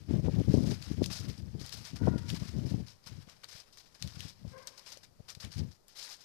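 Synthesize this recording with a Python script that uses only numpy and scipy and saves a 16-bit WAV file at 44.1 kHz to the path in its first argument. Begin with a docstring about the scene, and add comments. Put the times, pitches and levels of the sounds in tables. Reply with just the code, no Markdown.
"""A walk through dry fallen leaves in a wood, heard close up, nearly all on the left channel.
From the first moment legs brush shrubs, feet crush the litter and moving air buffets the microphone;
the muffled right side carries only faint wind, fizz and hiss. Twigs start snapping just before 1 s.
At 2 s a dog yelps far off among the trunks. The wind eases after 3 s, the dog yelps again at 4.5 s,
and near 5 s a foot knocks on wood before the last gusts and steps."""
import sys
import numpy as np
from scipy import signal
from scipy.fft import rfft, irfft, next_fast_len
from scipy.io import wavfile
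from scipy.ndimage import uniform_filter1d

SR = 44100
rng = np.random.default_rng(int(sys.argv[2]) if len(sys.argv) > 2 else 0)


def digitize_waveform(pressure):
    """Quantize a signal to 16-bit integers and store it at the path in sys.argv[1].

    Rows of a 2-D input are taken as channels; values are limited to [-1, 1].
    """
    field = np.atleast_2d(pressure).T
    bounded = np.clip(field, -1, 1)
    quanta = np.round(bounded * 32767).astype(np.int16)
    wavfile.write(sys.argv[1], SR, quanta)


N = 275184


def amp(db):
    """Decibels to gain."""
    return 10 ** (np.asarray(db) / 20)


def rms_one(x):
    """Scale to rms 1."""
    return x / np.sqrt(np.mean(x ** 2) + 1e-20)


def in_time(curve):
    """A curve of (time, value) points, read at every sample."""
    return np.interp(np.arange(N) / SR, *np.transpose(curve))


def add(track, s, sound):
    """Mix a sound in at s seconds."""
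    at = int(np.clip(round(s * SR), 0, N - 1))
    track[at:at + len(sound)] += sound[:N - at]


def drift(hz):
    """Random wander, mostly slower than hz, with rms 1."""
    pole = np.exp(-2 * np.pi * hz / SR)
    return rms_one(signal.lfilter([1], [1, -2 * pole, pole * pole], rng.standard_normal(N + SR))[SR:])


def swell(length, attack_s, release_s):
    """A straight rise, a hold until the length is over, then a dying tail."""
    t = np.arange(SR) / SR
    return np.minimum(t / attack_s, 1) * np.exp(-np.maximum(t - length, 0) / release_s)


def cut(x, hz, kind, order=2):
    """Butterworth low- or high-pass."""
    return signal.sosfilt(signal.butter(order, hz, kind, fs=SR, output="sos"), x)


def resonate(x, hz, width_hz):
    """One resonance with gain 1 at its peak."""
    r = np.exp(-np.pi * width_hz / SR)
    feedback = [1, -2 * r * np.cos(2 * np.pi * hz / SR), r * r]
    return signal.lfilter((1 - r * r) / 2 * np.array([1, 0, -1]), feedback, x + 1e-18)


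def colour(x, spectrum):
    """Minimum-phase filter with the given spectrum; white noise keeps its level."""
    size = 2 * next_fast_len(N // 2 + SR // 10)
    hz, db = np.transpose(spectrum)
    bin_hz = np.arange(size // 2 + 1) * SR / size
    gain = amp(np.interp(np.log(bin_hz + 1), np.log(hz), db))
    cepstrum = irfft(np.log(rms_one(gain)))[:size // 2]
    cepstrum[1:] *= 2
    return irfft(rfft(x, size) * np.exp(rfft(cepstrum, size)))[:N]


def crackle(base_per_s, spread_db, clump_db, patchy_db, bands=14):
    """Tiny fractures come in clumps over the hiss of leaf on leaf; each leaf favours its own pitch."""
    clumps = amp(clump_db * drift(32))
    breaks = rng.random(N) < base_per_s * clumps / SR
    strength = amp(spread_db * np.minimum(rng.exponential(1, N), 3.5))
    clicks = rms_one(breaks * strength * rng.choice([-1, 1], N))
    click_band, out = rng.integers(0, bands, N), np.zeros(N)
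    for band, hz in enumerate(np.geomspace(500, 14000, bands)):
        sliding = 0.33 * rng.standard_normal(N) * np.sqrt(clumps)
        out += resonate(clicks * (click_band == band) + sliding, hz, hz / 4) * amp(patchy_db * drift(50))
    return rms_one(out)


# Legs brushing the undergrowth, close by: t/s, level/dB
BRUSH_LEVEL = [(0.0, -61.5), (0.75, -53.5), (1.35, -57), (1.52, -62), (1.72, -58.5), (2.24, -58.5),
               (2.76, -55.5), (2.99, -74), (3.14, -55.5), (3.39, -66.5), (3.92, -68.5), (4.15, -65),
               (4.37, -67), (4.92, -56), (5.09, -76.5), (5.64, -58.5), (5.82, -82), (6.24, -60)]
# Feet ploughing the litter below the microphone: t/s, length/s, level/dB, extra body/dB
FOOTSTEPS = [(0.079, 0.1, -60, 9), (0.313, 0.12, -64.5, 11.5), (0.489, 0.25, -52, -0.5),
             (1.104, 0.089, -42.5, -17), (1.59, 0.3, -58, -1), (2.26, 0.23, -55.5, 2.5),
             (2.648, 0.059, -55, -2), (3.471, 0.13, -48.5, -0.5), (3.992, 0.28, -57, 2),
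             (4.85, 0.086, -54, -5), (5.504, 0.075, -53.5, 1.5), (5.949, 0.19, -44, -2)]
# Clumps of leaves crushed underfoot: t/s, level/dB, extra body/dB, length/s
LEAF_CRUNCHES = [(0.243, -57.5, 13, 0.034), (0.655, -54.5, 2, 0.072), (0.701, -47.5, 4.5, 0.03),
                 (0.815, -50, 1.5, 0.068), (0.895, -74, 7, 0.072), (1.027, -40, -4, 0.023),
                 (1.1, -48, 7.5, 0.11), (1.282, -50, -2, 0.026), (1.376, -61, -5, 0.03),
                 (1.594, -51, -1.5, 0.051), (1.67, -68, -22, 0.019), (1.72, -42, -5.5, 0.043),
                 (1.841, -47.5, 0, 0.058), (1.957, -52, 2, 0.037), (2.019, -58.5, 5, 0.14),
                 (2.178, -45.5, 3, 0.011), (2.282, -45.5, 0, 0.029), (2.345, -40.5, 2.5, 0.021),
                 (2.863, -53, -0.5, 0.062), (3.06, -47.5, 3.5, 0.033), (3.285, -56.5, 6.5, 0.031),
                 (3.433, -49.5, 11, 0.02), (3.724, -54.5, -10, 0.031), (3.77, -49.5, -1, 0.053),
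                 (3.857, -58.5, -1, 0.028), (3.943, -54.5, 3, 0.03), (4.189, -51, 1, 0.084),
                 (4.277, -47, -6, 0.041), (4.476, -59.5, 2, 0.059), (4.575, -55, 5, 0.031),
                 (4.622, -58.5, -5, 0.015), (4.67, -46, -2, 0.016), (4.775, -47, -2, 0.021),
                 (4.861, -52, 9.5, 0.016), (4.918, -41, 0, 0.018), (5.03, -49.5, -1, 0.021),
                 (5.282, -44, -0.5, 0.036), (5.399, -43, -4, 0.03), (5.423, -48.5, 7.5, 0.044),
                 (5.517, -46, -6, 0.019), (5.579, -48, 0, 0.025), (5.71, -58.5, -4, 0.045),
                 (5.88, -61.5, -0.5, 0.15), (6.205, -53, -12, 0.022)]
# Dry leaves at close range, brightest near 5 kHz: f/Hz, relative level/dB
LEAF_SPECTRUM = [(100, -9), (400, -7.5), (900, -8), (1800, -6.5), (2700, -4.5), (4000, 2), (5100, 4.5),
                 (7200, -10), (11000, -16), (14500, -20.5)]

def leaves():
    """Legs brush shrubs, feet set the litter moving until it settles, and clumps give way in bursts."""
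    force = amp(in_time(BRUSH_LEVEL) + 1.5 * drift(5.3))
    weight = force * amp(4.5)   # weight on the litter adds a lower body
    t = np.arange(SR // 4) / SR
    crunch_rise = 1 - np.exp(-t / 0.0021)
    pushes = [(s, db, body_db, swell(length, attack_s=0.025, release_s=0.016))
              for s, length, db, body_db in FOOTSTEPS]
    pushes += [(s, db, body_db, crunch_rise * np.exp(-(t / length) ** 2))
               for s, db, body_db, length in LEAF_CRUNCHES]
    for s, db, body_db, shape in pushes:
        add(force, s, amp(db) * shape)
        add(weight, s, amp(db + body_db) * shape)
    grains = colour(crackle(base_per_s=4500, spread_db=4.5, clump_db=3.5, patchy_db=1.5), LEAF_SPECTRUM)
    body, upper = cut(grains, 2560, "low", order=3), cut(grains, 3600, "high", order=3)
    rub, top = cut(upper, 6830, "low", order=3), cut(upper, 6270, "high", order=3)
    # gentle stirring only rubs; more force breaks leaves and opens the top
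    crisp = np.clip((force / amp(-55)) ** 0.092, 0.3, 1.4)
    return weight * body + force * (rub + crisp * top)


# Light air always passing the microphone: t/s, level/dB
DRAUGHT_LEVEL = [(0.0, -45), (0.45, -34), (0.85, -43), (1.87, -60.5), (2.1, -35), (2.72, -43), (2.98, -64),
                 (3.2, -62), (3.7, -69), (4.2, -58.5), (4.55, -54.5), (4.75, -69.5), (5.5, -56.5),
                 (5.8, -81), (6.24, -70)]
# Gusts as the microphone swings with the walk: t/s, length/s, level/dB
SWING_GUSTS = [(0.075, 0.11, -28.5), (0.238, 0.15, -29), (0.473, 0.24, -26.5), (0.864, 0.052, -36),
               (0.974, 0.1, -28.5), (1.191, 0.12, -36.5), (1.376, 0.098, -37.5), (1.531, 0.086, -35.5),
               (1.73, 0.087, -43.5), (1.91, 0.078, -41.5), (2.004, 0.11, -27.5), (2.31, 0.027, -43),
               (2.531, 0.14, -35.5), (2.705, 0.11, -33.5), (3.089, 0.1, -41.5), (4.006, 0.074, -41.5),
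               (4.141, 0.12, -50), (4.41, 0.094, -44), (5.436, 0.022, -36), (5.558, 0.11, -33)]

def airflow_db():
    """Level of the air moving past the microphone: gusts on top of a light draught."""
    level = amp(in_time(DRAUGHT_LEVEL))
    for s, length, db in SWING_GUSTS:
        add(level, s, amp(db) * swell(length, attack_s=0.012, release_s=0.024))
    return 20 * np.log10(level)


# Wind right on the left microphone port: f/Hz, relative level/dB
WIND_SPECTRUM = [(40, -18.5), (65, 3.5), (120, 4), (200, 0), (330, -10.5), (480, -20.5), (650, -26),
                 (1200, -47.5), (2500, -69.5)]

def wind():
    """Lumpy turbulence at the port; faster air makes smaller eddies and so a higher rumble."""
    level_db = airflow_db()
    flow = colour(rng.standard_normal(N), WIND_SPECTRUM)
    flow /= np.sqrt(uniform_filter1d(flow ** 2, SR // 25) + 1e-9)   # evened out over 40 ms
    speed = amp(np.clip(0.37 * (level_db + 27.5), -12, 3))
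    large_eddies, small_eddies = cut(flow, 178, "low", order=3), cut(flow, 153, "high", order=3)
    return amp(level_db + 3.47 * drift(32)) * (large_eddies + speed * small_eddies)


# The quiet of the wood, all around: f/Hz, relative level/dB
AIR_SPECTRUM = [(25, -17), (100, -14.5), (500, -15), (1000, -20.5), (2800, -35.5), (4800, -24), (8000, -33),
                (14000, -37)]

def still_air(level_db=-66.5):
    """The air of the wood lays a faint, steady hush under the walk."""
    return amp(level_db) * colour(rng.standard_normal(N), AIR_SPECTRUM)


# Wind on the muffled right port: f/Hz, relative level/dB
RIGHT_WIND_SPECTRUM = [(30, -9.5), (100, -5), (250, -6), (400, -16.5), (600, -21.5), (2000, -31),
                       (6000, -38.5)]
# The right channel's noise floor, rumble and thin hiss: f/Hz, relative level/dB
RIGHT_FLOOR_SPECTRUM = [(25, 19), (55, 7.5), (110, -18.5), (400, -14), (2000, -48), (14000, -32)]

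def right_port(walk):
    """The weak side: its own low wind and a thin fizz that swells with the leaves, over steady noise."""
    breeze = amp(0.57 * airflow_db() - 47) * colour(rng.standard_normal(N), RIGHT_WIND_SPECTRUM)
    walk_db = 10 * np.log10(uniform_filter1d(walk ** 2, SR // 40) + 1e-10)
    fizz = amp(0.4 * walk_db - 49) * rng.standard_normal(N)
    return breeze + fizz + amp(-69.5) * colour(rng.standard_normal(N), RIGHT_FLOOR_SPECTRUM)


# Eddies striking the left port: t/s, level before the bass cut/dB, nominal f/Hz, edge against push/dB
EDDIES = [(0.111, -15.5, 191, -22), (0.129, -20, 159, -32), (0.265, -35, 263, -1), (0.284, -14, 264, -15.5),
          (0.415, -17, 236, -32), (0.499, -11, 120, -50), (0.542, -7.5, 255, -24), (0.548, -14.5, 256, -48),
          (0.674, -17.5, 131, -30), (0.915, -17, 172, -36), (1.012, -20, 194, -30), (1.02, -11, 252, -19.5),
          (2.08, -17, 230, -0.5), (2.086, -11, 149, -31), (2.161, -20.5, 193, -16),
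          (2.423, -19.5, 103, -21.5), (2.744, -15, 132, -21), (3.069, -40, 109, -28),
          (3.278, -41, 130, -11), (3.553, -42, 90, -37), (4.048, -26.5, 100, -22), (4.173, -30.5, 101, -22),
          (4.254, -29.5, 92, -24), (4.452, -28, 118, -15), (5.204, -36, 103, -12), (5.373, -37.5, 97, -15),
          (5.564, -26, 81, -45)]

def buffets():
    """Each eddy is one push and pull of pressure, shorter when small; a hard one has a knocking edge."""
    out, t = np.zeros(N), np.arange(SR // 25) / SR - 0.02
    for s, db, hz, edge_db in EDDIES:
        phase = np.pi * hz * 1.15 * t
        push = rng.choice([-1, 1]) * (1 - 2 * phase ** 2) * np.exp(-phase ** 2)
        edge = cut(resonate(rng.standard_normal(len(t)), 450, width_hz=300), 790, "low", order=3)
        edge *= np.exp(-(t / 0.008) ** 2)
        add(out, s + t[0], amp(db) * (push + amp(edge_db) * edge / np.abs(edge).max()))
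    return out


# Twigs and stalks snapping close by: t/s, energy/dB, f/Hz, splinter gain/dB
TWIG_SNAPS = [(0.825, -19, 4500, -33), (1.041, -11, 3820, -27), (1.06, -9.5, 5500, -43),
              (1.1055, -29, 4370, -33), (1.2995, -22.5, 4900, -36), (1.6624, -18, 5260, -30),
              (1.6931, -18, 4590, -30), (1.7251, -15, 4340, -35), (2.3012, -10.5, 3420, -35),
              (3.073, -20, 4530, -36), (3.2975, -25.5, 4520, -40), (3.443, -16, 4340, -36),
              (3.487, -27.5, 5680, -33), (3.773, -26.5, 5000, -35), (4.0245, -7.5, 4230, -28),
              (4.075, -18.5, 4170, -27), (4.2058, -13, 3600, -34), (4.6723, -13, 5550, -23),
              (4.973, -24.5, 5500, -35), (5.3028, -16.5, 5850, -24), (5.3499, -20.5, 4640, -36),
              (5.448, -17.5, 3540, -43), (5.882, -26.5, 5100, 9)]

def snaps(width_hz=1300):
    """A twig breaks with one crack, rings for a few cycles and shakes the leaves around it."""
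    out, t = np.zeros(N), np.arange(SR // 16) / SR
    for s, db, hz, splinter_db in TWIG_SNAPS:
        crack = rng.standard_normal(len(t)) * (np.exp(-t / 0.0012) + amp(-17) * np.exp(-t / 0.018))
        ring = resonate(crack, hz, width_hz) + 0.5 * resonate(crack, hz * 0.93, width_hz)
        twig = ring + 0.087 * cut(crack, 1500, "high") + amp(splinter_db) * cut(crack, 5300, "high")
        add(out, s, amp(db) * twig / np.linalg.norm(twig))
    return out


# A dog far off in the wood: t/s, length/s, pitch f/Hz, level before scattering/dB, mouth f/Hz
DOG_YELPS = [(1.99, 0.1085, 481, -47, 1220), (4.515, 0.079, 532, -46.5, 736)]

def yelps(harmonics=4, wood_t60_s=0.85):
    """A short, hoarse, arched tone through a dog's open mouth, scattered by many trunks."""
    out = np.zeros(N)
    for s, length, pitch_hz, db, mouth_hz in DOG_YELPS:
        progress = np.linspace(0, 1, int(length * SR))
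        hz = pitch_hz * (1 - 0.22 * (progress - 0.35) ** 2 + 0.04 * drift(130)[:len(progress)])
        phase = 2 * np.pi * np.cumsum(hz) / SR
        voice = sum(np.sin(k * phase) / np.hypot(1, (k * pitch_hz - mouth_hz) / 280)
                    for k in range(1, harmonics + 1))
        hoarse = 1 + 0.5 * drift(150)[:len(progress)]
        envelope = np.sqrt(np.abs(np.sin(np.pi * progress)))
        add(out, s, amp(db) * rms_one(voice * hoarse) * envelope)
    t = np.arange(SR) / SR
    trunks = rng.standard_normal(SR) * amp(-60 * t / wood_t60_s)
    return 0.5 * out + signal.fftconvolve(out, trunks / np.linalg.norm(trunks))[:N]


# A foot striking wood below the microphone: t/s, level/dB, f/Hz
FOOT_KNOCK = (4.971, -42, 555)

def knock(decay_s=0.0035):
    """A stick or root under the leaves gives one small, dead note."""
    s, db, hz = FOOT_KNOCK
    out, t = np.zeros(N), np.arange(SR // 20) / SR
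    add(out, s, amp(db) * np.sin(2 * np.pi * hz * t) * np.exp(-t / decay_s))
    return out


def scene():
    """Left: the walk close by, wind on the port, the wood and the far dog. Right: the muffled port."""
    walk = leaves() + snaps() + knock()
    left_port = cut(wind() + buffets(), 59, "high")   # the microphone sheds the deepest bass
    return np.array([walk + left_port + still_air() + yelps(), right_port(walk)])


def record(dry):
    """The treble is cut steeply above 14550 Hz."""
    return signal.sosfilt(signal.ellip(10, 0.2, 80, 14550, fs=SR, output="sos"), dry)


dry = scene()
out = record(dry)
digitize_waveform(out)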